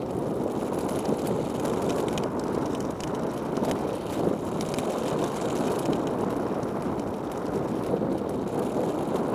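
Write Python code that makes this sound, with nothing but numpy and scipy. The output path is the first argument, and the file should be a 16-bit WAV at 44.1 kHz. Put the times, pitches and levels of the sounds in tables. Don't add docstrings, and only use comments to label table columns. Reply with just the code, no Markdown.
import sys
import numpy as np
from scipy import signal
from scipy.fft import rfft, irfft
from scipy.io import wavfile
from scipy.ndimage import uniform_filter1d, map_coordinates

SR = 44100
rng = np.random.default_rng(int(sys.argv[2]) if len(sys.argv) > 2 else 0)


def wav_record(signal):
    frames = np.transpose(np.atleast_2d(signal))
    bounded = np.clip(frames, -1, 1)
    quanta = np.round(bounded * 32767).astype(np.int16)
    wavfile.write(sys.argv[1], SR, quanta)


N = 411894
TIME = np.arange(N) / SR

# time in seconds, then the
# relative levels of coarse grinding, fine crackle and dust sizzle in dB.
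GRIT_LEVELS = [(0, -54.5, -57.5, -64), (0.2, -57, -56.5, -58.5), (0.95, -51, -50.5, -51),
               (1.45, -50.5, -51.5, -59), (1.65, -50, -47.5, -57), (2.2, -52.5, -51, -64),
               (2.3, -63, -60.5, -63), (2.55, -50.5, -51, -56), (2.85, -58, -54, -66),
               (2.97, -56, -56, -69), (3.2, -54, -53.5, -67), (3.5, -54.5, -56, -60),
               (4.1, -48.5, -52.5, -58), (4.35, -54, -52, -54.5), (4.8, -47.5, -46.5, -57),
               (5.7, -46, -45.5, -62), (6.05, -54.5, -54, -60.5), (6.4, -55, -56.5, -56),
               (7.1, -57, -58, -63), (7.6, -55, -54, -63), (7.92, -52, -56, -52), (8.03, -56, -60, -76),
               (8.35, -56.5, -59, -63), (8.6, -51, -50.5, -53), (9.34, -53.5, -55.5, -59.5)]


def gain_of(db):
    return 10 ** (np.asarray(db) / 20)


def unit_rms(x):
    return x / np.sqrt(np.mean(x ** 2) + 1e-20)


def curves(rows):
    times, *columns = np.transpose(rows)
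    return [np.interp(TIME, times, column) for column in columns]


def arch(middle_s, length_s):
    return np.cos(np.pi * np.clip((TIME - middle_s) / length_s, -.5, .5)) ** 2


def add(mix, start_s, sound):
    part = mix[max(round(start_s * SR), 0):][:len(sound)]
    part += sound[:len(part)]


def colour(x, spectrum, size=4096):
    hz, db = np.transpose(spectrum)
    bins_hz = np.fft.rfftfreq(size, 1 / SR)
    bins_db = np.interp(np.log(bins_hz + 1), np.log(hz), db)
    cepstrum = irfft(np.log(gain_of(bins_db)))
    cepstrum[1:size // 2] *= 2
    cepstrum[size // 2 + 1:] = 0
    taps = irfft(np.exp(rfft(cepstrum)))
    return signal.oaconvolve(x, taps / np.linalg.norm(taps))[:len(x)]


def resonate(x, hz, width_hz):
    radius = np.exp(-np.pi * width_hz / SR)
    return 2 * signal.lfilter([1 - radius], [1, -radius * np.exp(2j * np.pi * hz / SR)], x).real


def narrow_band(x, hz, width_hz):
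    return resonate(resonate(x, hz, width_hz), hz, width_hz)


def slide_pitch(x, speed):
    return map_coordinates(x, [np.cumsum(speed)], order=3, mode="wrap")


def flutter(rate_hz, depth_db):
    hz = np.fft.rfftfreq(N, 1 / SR)
    band = hz / (hz + 4) / np.sqrt(1 + (hz / rate_hz) ** 4)
    wander = unit_rms(irfft(rfft(rng.standard_normal(N)) * band, N))
    return unit_rms(gain_of(depth_db * wander))


def grains(per_s, spread_db, crush_s, size=900):
    strength = gain_of(spread_db * np.minimum(rng.exponential(1, N), 3))
    hits = strength * (rng.random(N) < per_s / SR)
    age = np.arange(size) / SR / crush_s
    power = signal.oaconvolve(hits ** 2, age * np.exp(-age))[:N]
    return unit_rms(np.sqrt(abs(power)) * rng.standard_normal(N))


def weight_on_right(shift_s=0.79):
    glides_s = [(0.3, 2.25), (4.15, 6.1), (8.35, 9.6)]
    gliding = sum(1.0 * (TIME > start) * (TIME < end) for start, end in glides_s)
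    return uniform_filter1d(gliding, round(shift_s * SR))


def gusts():
    # middle in seconds, rise of the buffeting in dB, length in seconds, rise of the rush
    # in dB, pitch shift of the buffeting in octaves.
    swells = [(0.25, 3, 0.99, 0.5, -0.0031), (1.104, 4.5, 0.11, -3, 0.17), (1.334, 4, 0.33, 3, 0),
              (1.946, 2, 0.29, -1, 0.015), (2.291, -4, 0.13, 0, -0.24), (2.597, 0, 0.19, 2.5, -0.28),
              (2.978, -6, 0.18, -3.5, 0.025), (3.383, -3, 0.39, -1.5, -0.097),
              (3.682, 3.5, 0.24, -5.5, 0.17), (4.016, -4.5, 0.16, -3, 0), (4.251, 5, 0.27, 1, 0.012),
              (4.392, -4, 0.09, -5, -0.014), (4.522, 1, 0.2, 2, -0.35), (4.949, -1.5, .3, -2.5, .3),
              (5.352, -4.5, .2, -0.5, -0.01), (5.652, 1, 0.33, 1.5, 0.046), (5.891, 4, 0.14, -5, 0.05),
              (6.848, -1, .4, 3, -.3), (7.3, -3.5, 0.61, 2.5, 0.0045), (7.933, 5.5, 0.13, -3, 0.12),
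              (8.03, 3.5, 0.13, -5, 0.052), (8.143, 3, 0.15, -2, 0.055), (8.33, 2, 0.3, -1.5, 0.012),
              (8.602, 5, 0.16, 2, 0.29), (8.869, 3, 0.38, -2, 0.18), (9.172, 2, 0.12, 3.5, .1)]
    return sum(np.outer([buffet_db, rush_db, octaves], arch(middle_s, length_s))
               for middle_s, buffet_db, length_s, rush_db, octaves in swells)


def wind(usual_air_db=-38, octaves_per_db=0.0254):
    # time in seconds, base level of the rush in dB.
    airflow = [(0, -43), (0.25, -42), (0.9, -37), (1.45, -41.5), (1.65, -36), (2.7, -38), (2.97, -39.5),
               (3.15, -37.5), (3.75, -37.5), (4.0, -39), (4.6, -38.5), (5.15, -35.5), (5.7, -36),
               (6.6, -37.5), (7.2, -40.5), (7.6, -38), (8.35, -40.5), (9.34, -36.5)]
    # frequency in Hz, relative level in dB.
    rumble_spectrum = [(15, -79), (30, -40), (52, -3), (75, 0), (110, 2), (180, -12.5), (400, -42.5)]
    buffet_spectrum = [(40, -35), (80, -19), (125, -5.5), (190, -1.5), (300, -0.5), (440, -1.5), (600, -7),
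                       (800, -13.5), (1200, -24), (2000, -43), (8000, -110)]
    rush_spectrum = [(200, -20.5), (450, -2.5), (700, -2), (1000, -2), (1150, -7.5), (1400, -10.5),
                     (1800, -23), (2400, -27), (12000, -71)]
    air_db, = curves(airflow)
    gust_buffet_db, gust_rush_db, gust_octaves = gusts()
    excess_db = air_db - usual_air_db
    speed = 2 ** (octaves_per_db * excess_db)
    eddies = flutter(rate_hz=43, depth_db=1.3)
    buffet = colour(rng.standard_normal(N), buffet_spectrum)
    buffet = unit_rms(eddies * slide_pitch(buffet, speed * 2 ** gust_octaves))
    buffet *= gain_of(-29 + 0.62 * excess_db + gust_buffet_db)
    flicker = flutter(rate_hz=100, depth_db=1.5)
    rush = colour(rng.standard_normal(N), rush_spectrum)
    rush = unit_rms(eddies * flicker * slide_pitch(rush, speed))
    left = 1 - weight_on_right()
    hiss = left * gain_of(-47) * narrow_band(rush, hz=1930, width_hz=1360)
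    rumble = unit_rms(colour(rng.standard_normal(N), rumble_spectrum)) * gain_of(-49.5 + 3 * left)
    return buffet + rush * gain_of(air_db + gust_rush_db) + hiss + rumble


def slaps():
    # start in seconds, level in dB, pitch in Hz.
    tight_eddies = [(0.4602, -16.5, 520), (1.1244, -13.5, 393), (1.3881, -16, 482), (1.8661, -13.5, 466),
                    (2.2578, -17, 483.3), (2.576, -15, 436), (3.85, -16, 428), (4.2712, -12, 400),
                    (4.311, -19, 349.2), (5.894, -15, 298), (7.9384, -21, 371.5), (8.013, -15.5, 380),
                    (8.153, -18.5, 620.6), (8.5835, -24, 426.6), (8.7921, -16, 470)]
    out, t = np.zeros(N), np.arange(600) / SR
    for start_s, level_db, hz in tight_eddies:
        cycles = t * hz
        pulse = np.sin(2 * np.pi * cycles) * np.exp(-2 * (cycles - 1) ** 2)
        add(out, start_s, gain_of(level_db) * pulse)
    return out


def dust_sheen():
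    _, crackle_db, _ = curves(GRIT_LEVELS)
    dust = grains(per_s=500, spread_db=3, crush_s=.001)
    ring = unit_rms(narrow_band(dust, hz=10580, width_hz=440))
    return weight_on_right() * gain_of(crackle_db - 18) * ring


def scuffs():
    # start in seconds, relative level in dB, length in seconds.
    slides = [(0.53, -49.5, 0.096), (0.796, -53, 0.038), (0.96, -41.5, 0.035), (1.25, -42, 0.05),
              (1.545, -38, 0.012), (1.631, -35.5, 0.033), (1.814, -40, 0.019), (1.979, -39.5, 0.037),
              (3.335, -48, 0.018), (3.349, -40.5, 0.046), (3.617, -42.5, 0.11), (4.078, -41.5, 0.095),
              (4.148, -43.5, 0.071), (6.299, -41.5, 0.032), (7.529, -48, 0.074), (9.143, -41, 0.062)]
    # frequency in Hz, relative level in dB.
    sand_spectrum = [(1500, 5), (3000, -2), (6500, -5.5), (10000, -7), (12500, -7), (15500, -20)]
    sand = unit_rms(colour(grains(per_s=1200, spread_db=16, crush_s=0.0027), sand_spectrum))
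    envelope = np.zeros(N)
    for start_s, level_db, length_s in slides:
        stroke = signal.windows.tukey(round(length_s * SR), .5)
        add(envelope, start_s, gain_of(level_db) * stroke)
    return envelope * sand


def grit(per_s=420, sizes=8):
    out = np.zeros(N)
    for hz in np.geomspace(2170, 12500, sizes):
        bursts = grains(per_s / sizes, spread_db=3, crush_s=0.0007)
        out += bursts + 2.3 * resonate(bursts, hz, width_hz=0.22 * hz)
    return unit_rms(out)


def tyres():
    # frequency in Hz, relative level in dB.
    grind_spectrum = [(800, -12.5), (1600, -12.5), (2300, -4.5), (3100, -4.5), (3400, -7), (3850, -4),
                      (4500, -2.5), (6000, -26.5), (15000, -62)]
    crackle_spectrum = [(2500, -5.5), (4300, 2.5), (5100, 0), (7300, -0.5), (9500, -2.5), (12500, -8),
                        (15500, -21.5)]
    dust_spectrum = [(5000, -17), (9500, -4), (10500, -2.5), (11500, -5.5), (12500, -12.5), (15500, -6.5)]
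    grind_db, crackle_db, dust_db = curves(GRIT_LEVELS)
    right = weight_on_right()
    left = 1 - right
    clumps = flutter(rate_hz=28, depth_db=1.8)
    crushed = grit()
    coarse = unit_rms(colour(clumps * (crushed + .5 * rng.standard_normal(N)), grind_spectrum))
    fine = unit_rms(colour(clumps * (crushed + .35 * rng.standard_normal(N)), crackle_spectrum))
    left_rasp = left * gain_of(1.5) * resonate(fine, hz=5600, width_hz=700)
    right_rasp = right * gain_of(-5) * resonate(fine, hz=7050, width_hz=1300)
    fine = unit_rms(fine + left_rasp + right_rasp)
    ticks = grains(per_s=55, spread_db=4.5, crush_s=.0012)
    dust = colour(clumps * (ticks + .7 * crushed), dust_spectrum)
    ring = resonate(dust, hz=10450, width_hz=200) * flutter(rate_hz=18, depth_db=4)
    dust = unit_rms(dust + gain_of(2 * right - 2 * left) * ring)
    return coarse * gain_of(grind_db) + fine * gain_of(crackle_db) + dust * gain_of(dust_db)


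def clacks():
    # start in seconds, level in dB.
    strikes = [(0.789, -37), (1.272, -36), (1.599, -32), (1.822, -35), (1.898, -27), (2.1792, -24.5),
               (2.7492, -37), (3.713, -35), (5.114, -35), (5.682, -30), (5.792, -34), (5.856, -36),
               (5.932, -35), (6.073, -36)]
    # frequency in Hz, relative level in dB, seconds to fall by 60 dB.
    frame_modes = [(2505, -7, 0.031), (2990, -7, 0.026), (3700, -13, .022)]
    out, t = np.zeros(N), np.arange(2500) / SR
    for start_s, level_db in strikes:
        for hz, mode_db, t60 in frame_modes:
            strike_spot_db = rng.uniform(-2.4, 2)
            ring = np.exp(-np.log(1000) * t / t60) * np.sin(2 * np.pi * hz * t)
            add(out, start_s, gain_of(level_db + mode_db + strike_spot_db) * ring)
    return out


def stone(peak_db, ring_hz, knock_db, splinter_db, size=2000):
    # frequency in Hz, relative level in dB.
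    snap_spectrum = [(2000, -19.5), (4200, 4.5), (5400, 3.5), (6800, 0), (9000, 0.5), (12000, -17),
                     (15500, -29.5)]
    knock_spectrum = [(700, 9.5), (1500, 1), (2400, -1.5), (3100, -2), (3900, 2.5), (5000, -7),
                      (9000, -31.5)]
    splinter_spectrum = [(4000, -19), (8000, 13.5), (11500, 10), (15500, -2)]
    t = np.arange(size) / SR
    crack, rebound, scatter = rng.standard_normal((3, size))
    crack_decay = np.exp(-t / .00085)
    blow = crack * crack_decay + .08 * scatter * np.exp(-t / .008)
    blow[0] += 3
    add(blow, start_s=rng.uniform(.0022, .0046), sound=.6 * rebound * crack_decay)
    snap = colour(blow, snap_spectrum)
    snap = unit_rms(snap + 1.1 * resonate(snap, ring_hz, width_hz=1400))
    knock = colour(blow, knock_spectrum)
    own_ring = resonate(knock, hz=rng.uniform(2100, 3000), width_hz=260)
    knock = unit_rms(knock + own_ring + 1.5 * resonate(knock, hz=3000, width_hz=110))
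    splinter = colour(blow + 0.45 * scatter * np.exp(-t / 0.0079), splinter_spectrum)
    splinter = unit_rms(splinter + 2.5 * resonate(splinter, hz=10460, width_hz=150))
    sound = snap * gain_of(-13) + knock * gain_of(knock_db) + splinter * gain_of(splinter_db)
    peak_rms = np.sqrt(uniform_filter1d(sound ** 2, size=44).max())
    return gain_of(peak_db) * sound / peak_rms


def pebbles(usual_per_s=15, over_grind_db=11.5, spread_db=3):
    grind_db, _, _ = curves(GRIT_LEVELS)
    pops = [stone(0, hz, knock_db=-12, splinter_db=-17) for hz in np.linspace(4160, 8700, 24)]
    per_s = usual_per_s * gain_of(grind_db - np.median(grind_db))
    popping = rng.random(N) < per_s / SR
    level_db = grind_db + over_grind_db + spread_db * rng.standard_normal(N)
    kind = rng.integers(len(pops), size=N)
    out = np.zeros(N)
    for at in np.flatnonzero(popping):
        add(out, at / SR, pops[kind[at]] * gain_of(level_db[at]))
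    return out


def stones():
    # start in seconds, relative peak in dB, ring in Hz, share of low knock in dB,
    # share of bright splintering in dB.
    snaps = [(0.1675, -38, 7450, -11, -15), (0.7886, -33.5, 6860, -16, -13), (0.809, -33.5, 7000, -16, -13),
             (0.894, -29, 6690, -12.5, -14), (0.958, -31, 6000, -7, -10), (0.9906, -27.5, 5630, -12, -9),
             (1.055, -26.5, 4300, -14.5, -32), (1.09, -36, 6500, -15, -19), (1.192, -33, 4310, -16, -16),
             (1.2195, -31, 7000, -16, -19), (1.272, -25, 4240, -13, -7.5), (1.5978, -28.5, 6610, -13, -17),
             (1.652, -25.5, 6625, -11, -15), (1.68, -25, 7840, -9, -17), (1.736, -27, 6030, -9, -24),
             (1.8225, -30, 6510, -14, -16), (1.895, -22.5, 5700, -10, -24), (1.9052, -23, 5700, -10, -31),
             (1.9615, -34.5, 7000, -19, -14), (1.984, -31, 5410, -5, -26), (2.011, -34, 6500, -12, -14),
             (2.0842, -24, 7000, -8, -26), (2.129, -30.5, 8910, -12, -17), (2.177, -19, 6950, -8, -28),
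             (2.1794, -21, 6000, -11.5, -23), (2.2366, -22, 4795, -9, -27), (2.3954, -28.5, 5370, -17, -37),
             (2.439, -33.5, 5800, -17, -19), (2.4815, -37, 6000, -18, -25), (2.5467, -34, 5390, -17, -25),
             (2.6583, -29.5, 5886, -15, -26), (2.75, -25, 5520, -9, -26), (2.805, -24.5, 6350, -11.5, -22),
             (2.851, -34, 5784, -13, -27), (2.9067, -31.5, 6520, -10, -17), (3.005, -19, 4630, -8.5, -31),
             (3.036, -21.5, 6050, -8.5, -25), (3.074, -27.5, 5990, -9, -25), (3.149, -30.5, 6000, -10, -25),
             (3.336, -40, 6525, -11, -10), (3.3765, -34, 6500, -10, -15), (3.569, -23.5, 6160, -10.5, -25),
             (3.6497, -23.5, 5020, -10.5, -17), (3.7131, -17, 5600, -8.5, -21),
             (4.6098, -21.5, 5577, -13, -22), (4.688, -25.5, 5510, -10, -31), (4.74, -17, 5210, -9, -27),
             (4.786, -19.5, 8300, -10.5, -19), (5.0819, -26, 6476, -12, -22), (5.1133, -32, 5510, -7, -26),
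             (5.2414, -27, 7263, -14, -23), (5.344, -36, 7000, -18, -19), (5.4127, -27, 6880, -14, -22),
             (5.6713, -31, 5988, -13, -21), (5.7185, -34, 8000, -17, -12), (5.7919, -29, 6900, -15, -11.5),
             (5.8569, -24, 6000, -11, -24), (5.9325, -22, 5000, -6, -29), (6.0714, -28, 6120, -9, -26),
             (6.2095, -35, 6487, -13, -19), (6.365, -40, 6500, -15, -12), (6.4299, -40, 6984, -9, -14),
             (6.6312, -29, 6200, -12, -38), (6.823, -33, 5790, -11, -15), (6.996, -30.5, 5715, -12, -26),
             (7.3168, -31.5, 5397, -9, -11), (7.376, -35.5, 5623, -16, -18), (7.466, -29, 5200, -9, -30),
             (7.5575, -36, 5700, -15, -23), (7.864, -31.5, 5022, -10, -14), (8.126, -38, 7010, -11, -13),
             (8.1798, -33.5, 4210, -10, -15), (8.2933, -33, 6280, -12, -12), (8.4775, -36, 6800, -10, -17)]
    out = np.zeros(N)
    for start_s, peak_db, ring_hz, knock_db, splinter_db in snaps:
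        add(out, start_s, stone(peak_db, ring_hz, knock_db, splinter_db))
    return out


def scene():
    # frequency in Hz, width in Hz, gain in dB.
    case_modes = [(2440, 90, -7.5), (3145, 260, -3), (3750, 270, -3.5), (6680, 120, -2.5), (7500, 300, -10),
                  (10340, 420, -9)]
    air = wind() + slaps()
    ground = tyres() + scuffs() + stones() + pebbles()
    case_rings = sum(gain_of(db) * resonate(ground, hz, width_hz) for hz, width_hz, db in case_modes)
    return (air + clacks() + dust_sheen() + gain_of(-3) * (ground + case_rings))[None]


def record(dry):
    edge_hz = 15450
    lowpass = signal.firwin(401, edge_hz, window=("kaiser", 8), fs=SR)
    return signal.oaconvolve(dry, lowpass[None], "same")


dry = scene()
out = record(dry)
wav_record(out)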